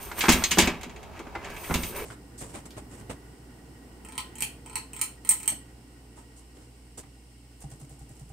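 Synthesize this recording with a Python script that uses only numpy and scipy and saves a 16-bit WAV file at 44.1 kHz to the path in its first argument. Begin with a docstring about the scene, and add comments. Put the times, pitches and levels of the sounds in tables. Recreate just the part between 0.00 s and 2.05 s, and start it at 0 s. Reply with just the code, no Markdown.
"""Folding clothes drier on a porch

A wall-mounted drier is pushed shut, rests, and is pulled open again. Its slider scrapes along
the mast, plastic joints knock, and the aluminium arms clack together and thump the timber wall.
The wooden porch roof gives a short echo over a quiet garden."""
import sys
import numpy as np
from scipy import signal
from scipy.fft import rfft, irfft, next_fast_len
from scipy.io import wavfile
from scipy.ndimage import uniform_filter1d, map_coordinates

SR = 44100
rng = np.random.default_rng(int(sys.argv[2]) if len(sys.argv) > 2 else 0)


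def wrap_up_sound(samples):
    """Save the sound to the file named by the first command line argument, as 16-bit audio."""
    columns = np.atleast_2d(samples).T
    # keep every value between -1 and 1, then stretch to whole-number steps
    tamed = np.clip(columns, -1, 1)
    steps = np.round(tamed * 32767).astype(np.int16)
    wavfile.write(sys.argv[1], SR, steps)


N = 90404
RING_TIME = np.arange(SR // 3) / SR  # seconds since a hit
LONGEST_FADE_S = .26  # cap on fade_s in the note tables; a fade is a drop of 60 dB

# Tone colours, or how strong each pitch is: pitch_hz, level_db
GARDEN_COLOUR = [(20, -22), (45, 3), (70, 3.5), (110, -5.5), (200, -7), (450, -17), (780, -7), (1200, -15),
                 (2000, -27), (4000, -31), (8000, -36), (15000, -40.5)]
SCRAPE_COLOUR = [(500, -44), (2500, 5), (4200, 0.5), (6200, 1), (7300, -2.5), (9200, 2.5), (11000, -7),
                 (12500, 4.5), (13500, 3.5), (15500, -8.5)]
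RUB_COLOUR = [(90, 1), (250, 2), (420, -3), (700, -2), (1050, -0.5), (1700, -7), (2500, -3.5),
              (3700, -18.5), (7000, -21), (12000, -35.5)]
KNOCK_COLOUR = [(80, -19), (280, -0.5), (600, -3.5), (950, 1), (1450, -4.5), (2100, -8), (3200, -17),
                (7000, -24.5), (15000, -47)]
CLACK_COLOUR = [(100, -5), (250, 5.5), (600, -3.5), (950, -2), (1500, -4), (2300, 4), (3300, -2.5),
                (5000, -8.5), (7600, -5.5), (10000, -13.5), (15000, -17.5)]
# Stereo width (mid is what both ears share, side is how they differ): pitch_hz, side_db
GARDEN_WIDTH = [(40, -12.5), (200, -3.5), (700, -5.5), (2500, -2), (10000, 0.5)]
DRIER_WIDTH = [(40, -20), (200, -16), (600, -13), (1400, -13.5), (2800, -8), (5600, -4.5), (10000, -2.5),
               (15000, 0.5)]
# Echoes off the wall and door behind the drier: delay_s, level_db
WALL_ECHOES = [(.00185, -15.5), (.0031, -14.5), (.0052, -16)]
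# Pitches that rubbing brings out: pitch_hz, half_width_hz, level_db
MAST_PEAKS = [(6320, 170, -10), (7830, 79, -5.5), (8690, 140, -2), (9420, 103, -3.5), (10600, 140, -7.5),
              (11900, 130, -5.5), (12200, 100, -16), (13470, 85, -1), (14440, 95, 2.5)]
ARM_PEAKS = [(912, 71, -1), (1660, 27, 6), (1792, 57, 2), (2274, 48, 2.5)]
PIVOT_PEAKS = [(366, 32, 1.5), (423, 37, 6), (520, 62, -4.5)]
# The slider moving along the mast: time_s, scrape_db, rub_db
SLIDE_LEVELS = [(0, -53, -45.5), (.03, -42.5, -51.5), (.09, -49.5, -48), (.15, -53.5, -52),
                (0.191, -34.5, -37.5), (.26, -41.5, -41), (.36, -38.5, -33), (.43, -43.5, -38.5),
                (.48, -44, -48), (.55, -43.5, -45.5), (.66, -42.5, -31.5), (.76, -69, -46.5),
                (.9, -79, -63), (1.12, -97, -56.5), (1.17, -69, -45.5), (1.24, -80, -56.5),
                (1.41, -77, -48.5), (1.45, -70, -40.5), (1.53, -59, -42.5), (1.60, -48.5, -47),
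                (1.69, -43.5, -44), (1.80, -43, -42), (1.87, -40.5, -46.5), (1.905, -43.5, -48),
                (1.945, -50.5, -44), (1.965, -39.5, -37.5), (2.05, -49, -41.5)]
# The pivots chafing, loudest as the arms spread: time_s, level_db
GROAN_LEVELS = [(1.86, -54), (1.92, -43), (1.99, -43), (2.05, -38.5)]
# Notes that each part rings with when hit: pitch_hz, level_db, fade_s
BOARD_NOTES = [(168.7, 1, 0.24), (203, -8, 0.45), (225.9, -0.5, 0.31), (247.5, 1.5, 0.25),
               (292.6, -10, 0.1), (347.6, -6, 0.22), (377, -8, 0.13)]  # wall boards
BOOM_NOTES = [(31, -10, 0.61), (47.7, -4, 0.32), (68.5, 2.5, 0.18), (85.4, -2, 0.198)]  # timber behind the boards
HOUSING_NOTES = [(340.3, -3, 0.19), (796, -5, 0.061), (1047, -10, 0.072), (1206, -0.5, 0.05),
                 (1407, 3.5, 0.066), (1503, -4, 0.07), (2056, -4, 0.17)]  # hollow joint housings
SLAM_NOTES = [(160, 1.5, 0.071), (245, -3, 0.12), (353, 2.5, .12), (678, -7, 0.14), (839, -1, 0.16),
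              (1070, -14, 0.11)]  # arms slapping shut
CATCH_NOTES = [(2980, -19, 0.18), (4183, -6, 0.057), (6413, -6, .12), (7074, -13, 0.05), (7617, -10, 0.032)]  # steel catch
TUBE_NOTES = [(840, 1, 0.23), (1024, -15, 0.28), (1970, -3, .3), (2140, 14, 0.17), (2760, -2, 0.14),
              (2910, 7, 0.18), (3050, 8, 0.18), (3500, 1, .15), (4540, -12, 0.16), (5010, 3, 0.34),
              (6600, 19, 0.087), (7040, -12, 0.093), (7650, 6, 0.11)]  # aluminium tubes
# How long the drier's whole frame rings: pitch_hz, fade_s
FRAME_FADES = [(150, .15), (700, .12), (2300, 0.12), (4000, .14), (7000, 0.11), (15000, 0.067)]
# Shocks passing into the wall: start_s, boards_db, boom_db
WALL_THUMPS = [(0.284, -17, -40), (0.2916, -27, -21.5), (0.3400, -25.5, -26), (0.4880, -50, -43),
               (0.5136, -34, -45), (0.5780, -24.5, -37), (0.587, -25.5, -32), (0.6300, -32.5, -27.5),
               (0.6760, -29.5, -48), (0.801, -67, -46), (0.8650, -42.5, -52), (1.6990, -27, -40),
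               (1.7120, -29, -29), (1.7530, -28, -27), (1.834, -40, -33)]
# Loose plastic joints knocking: start_s, level_db, bass_db, treble_db, ring_db
JOINT_KNOCKS = [(0.1145, -36, -10.5, 2.5, -4.5), (0.1820, -36, -3, 4, -1), (0.238, -22, -5.5, 0, -28),
                (0.2543, -26, -11, 1, -6), (0.2656, -31, -7, 1, -9), (0.2807, -25.5, 4, 2, -18),
                (0.2836, -14, -1.5, 0.5, -13), (0.4210, -33, 6, 7, -1), (0.5721, -23.5, 6, 5, -22),
                (0.5790, -25.5, 8, 10, -12), (1.1977, -38, 6, -9, -9), (1.2677, -39.5, 5.5, -1, -14),
                (1.3512, -30, -3.5, -6, 0), (1.6974, -34, 10, -5, 2.5), (1.7086, -26, 5.5, -2, -10)]
# Arm hitting arm: start_s, level_db, bass_db, bite_db (near 6 kHz), treble_db, ring_db
ARM_CLACKS = [(0.1900, -31, -6, -3, 20, -12), (0.2078, -22.5, -18, -0.5, -26, -22),
              (0.2838, -21.5, 2, -6, -4, -20), (0.2912, -17, -0.5, 4.5, 7, -5),
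              (0.2990, -22.5, 0, 10, 0, -25), (0.3110, -23.5, -5, 2, -1, -12),
              (0.3212, -18.5, -12, 1.5, 5, -18), (0.3315, -24, -12, 1, 6.5, -14),
              (0.3440, -32, 1, 1, 6, -9), (0.3570, -29, 13, -1, -4, -17), (0.4382, -22.5, -11, 7, 2, -15),
              (0.5095, -28, -16, 5, -1, -9), (0.5142, -21, -10.5, 2.5, 1.5, -4),
              (0.5848, -14.5, 4, 4.5, 4.5, -8), (0.5878, -19, -1, -2, -4, -10),
              (0.6025, -22, -21, 5, 2, -18), (0.6120, -25, -13, 3, 2, -18),
              (0.6220, -22.5, 8, 1.5, -2, -10), (0.6734, -24.5, 0, -2.5, -10.5, -21),
              (0.6774, -26.5, 7.5, -14, -16, -18), (0.6920, -40, 10, -12, -16, -16),
              (0.7340, -43, 5, -18, -16, -18), (0.8111, -44, -3, -1, 2, -27),
              (0.8315, -37, 1, -2, -1.5, -9), (0.8959, -47, -11, -2.5, -18, -12),
              (0.9612, -47, -3, -2.5, -14, -12), (1.0296, -45.5, 4.5, -3, -7, -14),
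              (1.1917, -42, 7, -2, -4, -15), (1.4460, -41.5, -7, -2, -16, -9),
              (1.5010, -44, -9, -3, 2, -14), (1.5648, -41.5, -6, -6, -1, -20),
              (1.6427, -41, -11, -5, -9, -17), (1.7405, -24, 3.5, 1, 5, -16),
              (1.7470, -32, 5.5, -13, 0, -14), (1.7560, -32.5, 1, 3, 6, -21),
              (1.8332, -33, -2, 3.5, 3, -15)]


def gain(db):
    """Turn decibels into a number to multiply by."""
    return 10 ** (np.asarray(db) / 20)


def unit(x):
    """Scale x to an average power of 1."""
    return x / np.sqrt(np.mean(x ** 2))


def curve(points):
    """Join (pitch, value) points into a curve that can be read at any pitch."""
    pitches, values = np.array(points).T
    return lambda hz: np.interp(np.log(np.maximum(hz, 1)), np.log(pitches), values)


def peaks(rows):
    """A curve in dB with a bump at each ringing pitch."""
    def db_at(f):
        power = sum(gain(db) ** 2 / (1 + ((f - hz) / width) ** 2) ** 2 for hz, width, db in rows)
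        return 10 * np.log10(power + 1e-9)
    return db_at


def colour(x, db_at):
    """Give x the tone colour of a dB curve; white noise keeps its power."""
    n = 2 * next_fast_len(x.shape[-1] // 2 + SR // 40)
    response = unit(gain(db_at(np.arange(n // 2 + 1) * SR / n)))
    # Fold the filter so that it rings only after a hit, never before.
    cepstrum = irfft(np.log(response))
    cepstrum[1:n // 2] *= 2
    cepstrum[n // 2 + 1:] = 0
    return irfft(rfft(x, n) * np.exp(rfft(cepstrum)))[..., :x.shape[-1]]


def add(out, start_s, x):
    """Mix x into out at the given time."""
    i = int(start_s * SR)
    out[:, i:i + x.shape[1]] += x[:, :N - i]


def spread(x, width):
    """Turn mid and side into left and right, with a width for each pitch."""
    n = next_fast_len(N, True)
    hz = np.arange(n // 2 + 1) * SR / n
    side = irfft(rfft(x[1], n) * gain(curve(width)(hz)), n)[:N]
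    return np.array([x[0] + side, x[0] - side])


def garden(level_db=-46.5):
    """A faint outdoor rumble and a distant hush."""
    return gain(level_db) * colour(rng.standard_normal((2, N)), curve(GARDEN_COLOUR))


def porch(x, level_db=-9.5, low_fade_s=.32, high_fade_s=.13, split_hz=3800, delay_s=.008):
    """The roof and walls give a short echo whose treble dies first."""
    def band(kind):
        noise = rng.standard_normal((2, len(RING_TIME)))
        return signal.sosfilt(signal.butter(2, split_hz, kind, fs=SR, output="sos"), noise)
    low_fade, high_fade = (gain(-60 * RING_TIME / s) * (RING_TIME > delay_s)
                           for s in (low_fade_s, high_fade_s))
    echo = (band("low") * low_fade + band("high") * high_fade) / np.sqrt(np.sum(low_fade ** 2))
    return gain(level_db) * signal.fftconvolve(x[:1], echo, axes=1)[:, :N]


def with_wall_echoes(x):
    """The wall right behind throws the clatter back within a few milliseconds."""
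    echoes = sum(gain(db) * np.pad(x, ((0, 0), (int(s * SR), 0)))[:, :N] for s, db in WALL_ECHOES)
    return (x + echoes) / np.sqrt(1 + sum(gain(db) ** 2 for _, db in WALL_ECHOES))


def friction(ticks_per_s, db_at):
    """Surfaces stick and slip, making a stream of tiny, uneven ticks."""
    ticks = (rng.random(N) < ticks_per_s / SR) * rng.standard_normal((2, N))
    return colour(unit(ticks), db_at)


def wobble(steps_per_s=22):
    """A smooth random wander, roughly between -1 and 1."""
    hold = int(SR / steps_per_s)
    steps = np.repeat(rng.standard_normal(N // hold + 1), hold)
    return 1.3 * uniform_filter1d(uniform_filter1d(steps, hold), hold)[:N]


def squeal(ticks_per_s, spots=3, pitch_drift=.022, flutter_db=.5):
    """The slider rings the mast at a few spots, each wavering in pitch and strength."""
    out = 0
    for _ in range(spots):
        position = np.cumsum(1 + pitch_drift * wobble()) % (N - 1)  # uneven speed bends the pitch
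        tone = friction(ticks_per_s, peaks(MAST_PEAKS))
        bent = np.array([map_coordinates(channel, [position], order=3) for channel in tone])
        out = out + bent * gain(flutter_db * wobble())
    return unit(out)


def slider(scrape_ticks_per_s=9000, rub_ticks_per_s=4000):
    """The slider scrapes and rubs along the mast; the pivots groan as the arms spread."""
    t = np.arange(N) / SR
    times, scrape_db, rub_db = np.array(SLIDE_LEVELS).T
    scrape = friction(scrape_ticks_per_s, curve(SCRAPE_COLOUR))
    scrape += gain(2) * squeal(scrape_ticks_per_s)
    rub = friction(rub_ticks_per_s, curve(RUB_COLOUR))
    rub += gain(-12) * friction(rub_ticks_per_s, peaks(ARM_PEAKS))
    groan = friction(rub_ticks_per_s, peaks(PIVOT_PEAKS))
    return (unit(scrape) * gain(np.interp(t, times, scrape_db))
            + unit(rub) * gain(np.interp(t, times, rub_db))
            + groan * gain(np.interp(t, *np.array(GROAN_LEVELS).T)))


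def ring(notes, scatter=True):
    """A struck part rings with a few fading notes; without scatter they start in step in the mid."""
    hz, db, fade_s = np.array(notes).T[:, :, None]
    phase = 2 * np.pi * rng.random((2, len(hz), 1))
    phase[0] *= scatter
    levels = gain(db - 60 * RING_TIME / np.minimum(fade_s, LONGEST_FADE_S))
    waves = levels * np.sin(2 * np.pi * hz * RING_TIME + phase)
    return waves.sum(1) / np.sqrt(np.sum(gain(db) ** 2) / 2)


def wall(rise_s=.0015):
    """Heavy shocks pass through the bracket and drum on the timber wall."""
    out = np.zeros((2, N))
    rise = 1 - np.exp(-RING_TIME / rise_s)
    for start_s, boards_db, boom_db in WALL_THUMPS:
        boards = gain(boards_db) * ring(BOARD_NOTES)
        boom = gain(boom_db) * ring(BOOM_NOTES, scatter=False)
        add(out, start_s, rise * (boards + boom))
    return out


def frame_rings(hits, notes=520):
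    """The frame has many close notes; each hit lands somewhere new and mixes them afresh."""
    hz = np.linspace(10, 126, notes) ** 2 * (1 + .004 * rng.standard_normal(notes))
    fades = gain(-60 * RING_TIME / curve(FRAME_FADES)(hz)[:, None])
    waves = fades * np.sin(2 * np.pi * (hz[:, None] * RING_TIME + rng.random((notes, 1))))
    weights = rng.choice([-1, 1], (2 * hits, notes)) * unit(hz ** .25) * np.sqrt(2 / notes)
    return (weights @ waves).reshape(hits, 2, -1)


def hit(frame, tone, bass_db, bite_db, treble_db, crack_db, crack_s=.0058):
    """A brief crack plus the frame's ring, coloured by how heavy and hard the contact is."""
    crack = gain(crack_db) * np.exp(-RING_TIME / crack_s) * rng.standard_normal(frame.shape)
    tilt = [(450, bass_db), (1700, 0), (2500, 0), (4500, bite_db), (7500, bite_db), (12000, treble_db)]
    return colour(frame + crack, lambda hz: curve(tone)(hz) + curve(tilt)(hz))


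def joints(damping_per_s=19, rise_s=.00082, slam_s=.5815, slam_db=-15.5):
    """Hollow plastic joints give dull, short knocks, and the arms slap shut once."""
    out = np.zeros((2, N))
    rise = 1 - np.exp(-RING_TIME / rise_s)  # plastic gives a little before it bites
    damping = np.exp(-damping_per_s * RING_TIME)
    for row, frame in zip(JOINT_KNOCKS, frame_rings(len(JOINT_KNOCKS))):
        start_s, level_db, bass_db, treble_db, ring_db = row
        knock = hit(frame * damping, KNOCK_COLOUR, bass_db, treble_db, treble_db, crack_db=-2.5)
        add(out, start_s, gain(level_db) * rise * (knock + gain(ring_db) * ring(HOUSING_NOTES)))
    add(out, slam_s, gain(slam_db) * ring(SLAM_NOTES))
    return out


def arms(catch_s=.4385, catch_db=-20):
    """The aluminium tubes clack together and bounce; the steel catch pings as they close."""
    out = np.zeros((2, N))
    for row, frame in zip(ARM_CLACKS, frame_rings(len(ARM_CLACKS))):
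        start_s, level_db, bass_db, bite_db, treble_db, ring_db = row
        clack = hit(frame, CLACK_COLOUR, bass_db, bite_db, treble_db, crack_db=-5)
        add(out, start_s, gain(level_db) * (clack + gain(ring_db) * ring(TUBE_NOTES)))
    add(out, catch_s, gain(catch_db) * ring(CATCH_NOTES))
    return out


def scene(lean_right_db=.7):
    """The drier under its porch, with centred bass and wide treble, in front of the garden."""
    drier = with_wall_echoes(arms() + slider()) + joints() + wall()
    stereo = spread(drier + porch(drier), DRIER_WIDTH) + spread(garden(), GARDEN_WIDTH)
    return stereo * gain([[-lean_right_db / 2], [lean_right_db / 2]])


def record(dry):
    """Cut away the very highest treble."""
    top_hz = 15600
    return signal.sosfilt(signal.ellip(8, .2, 70, top_hz, fs=SR, output="sos"), dry)


dry = scene()
out = record(dry)
wrap_up_sound(out)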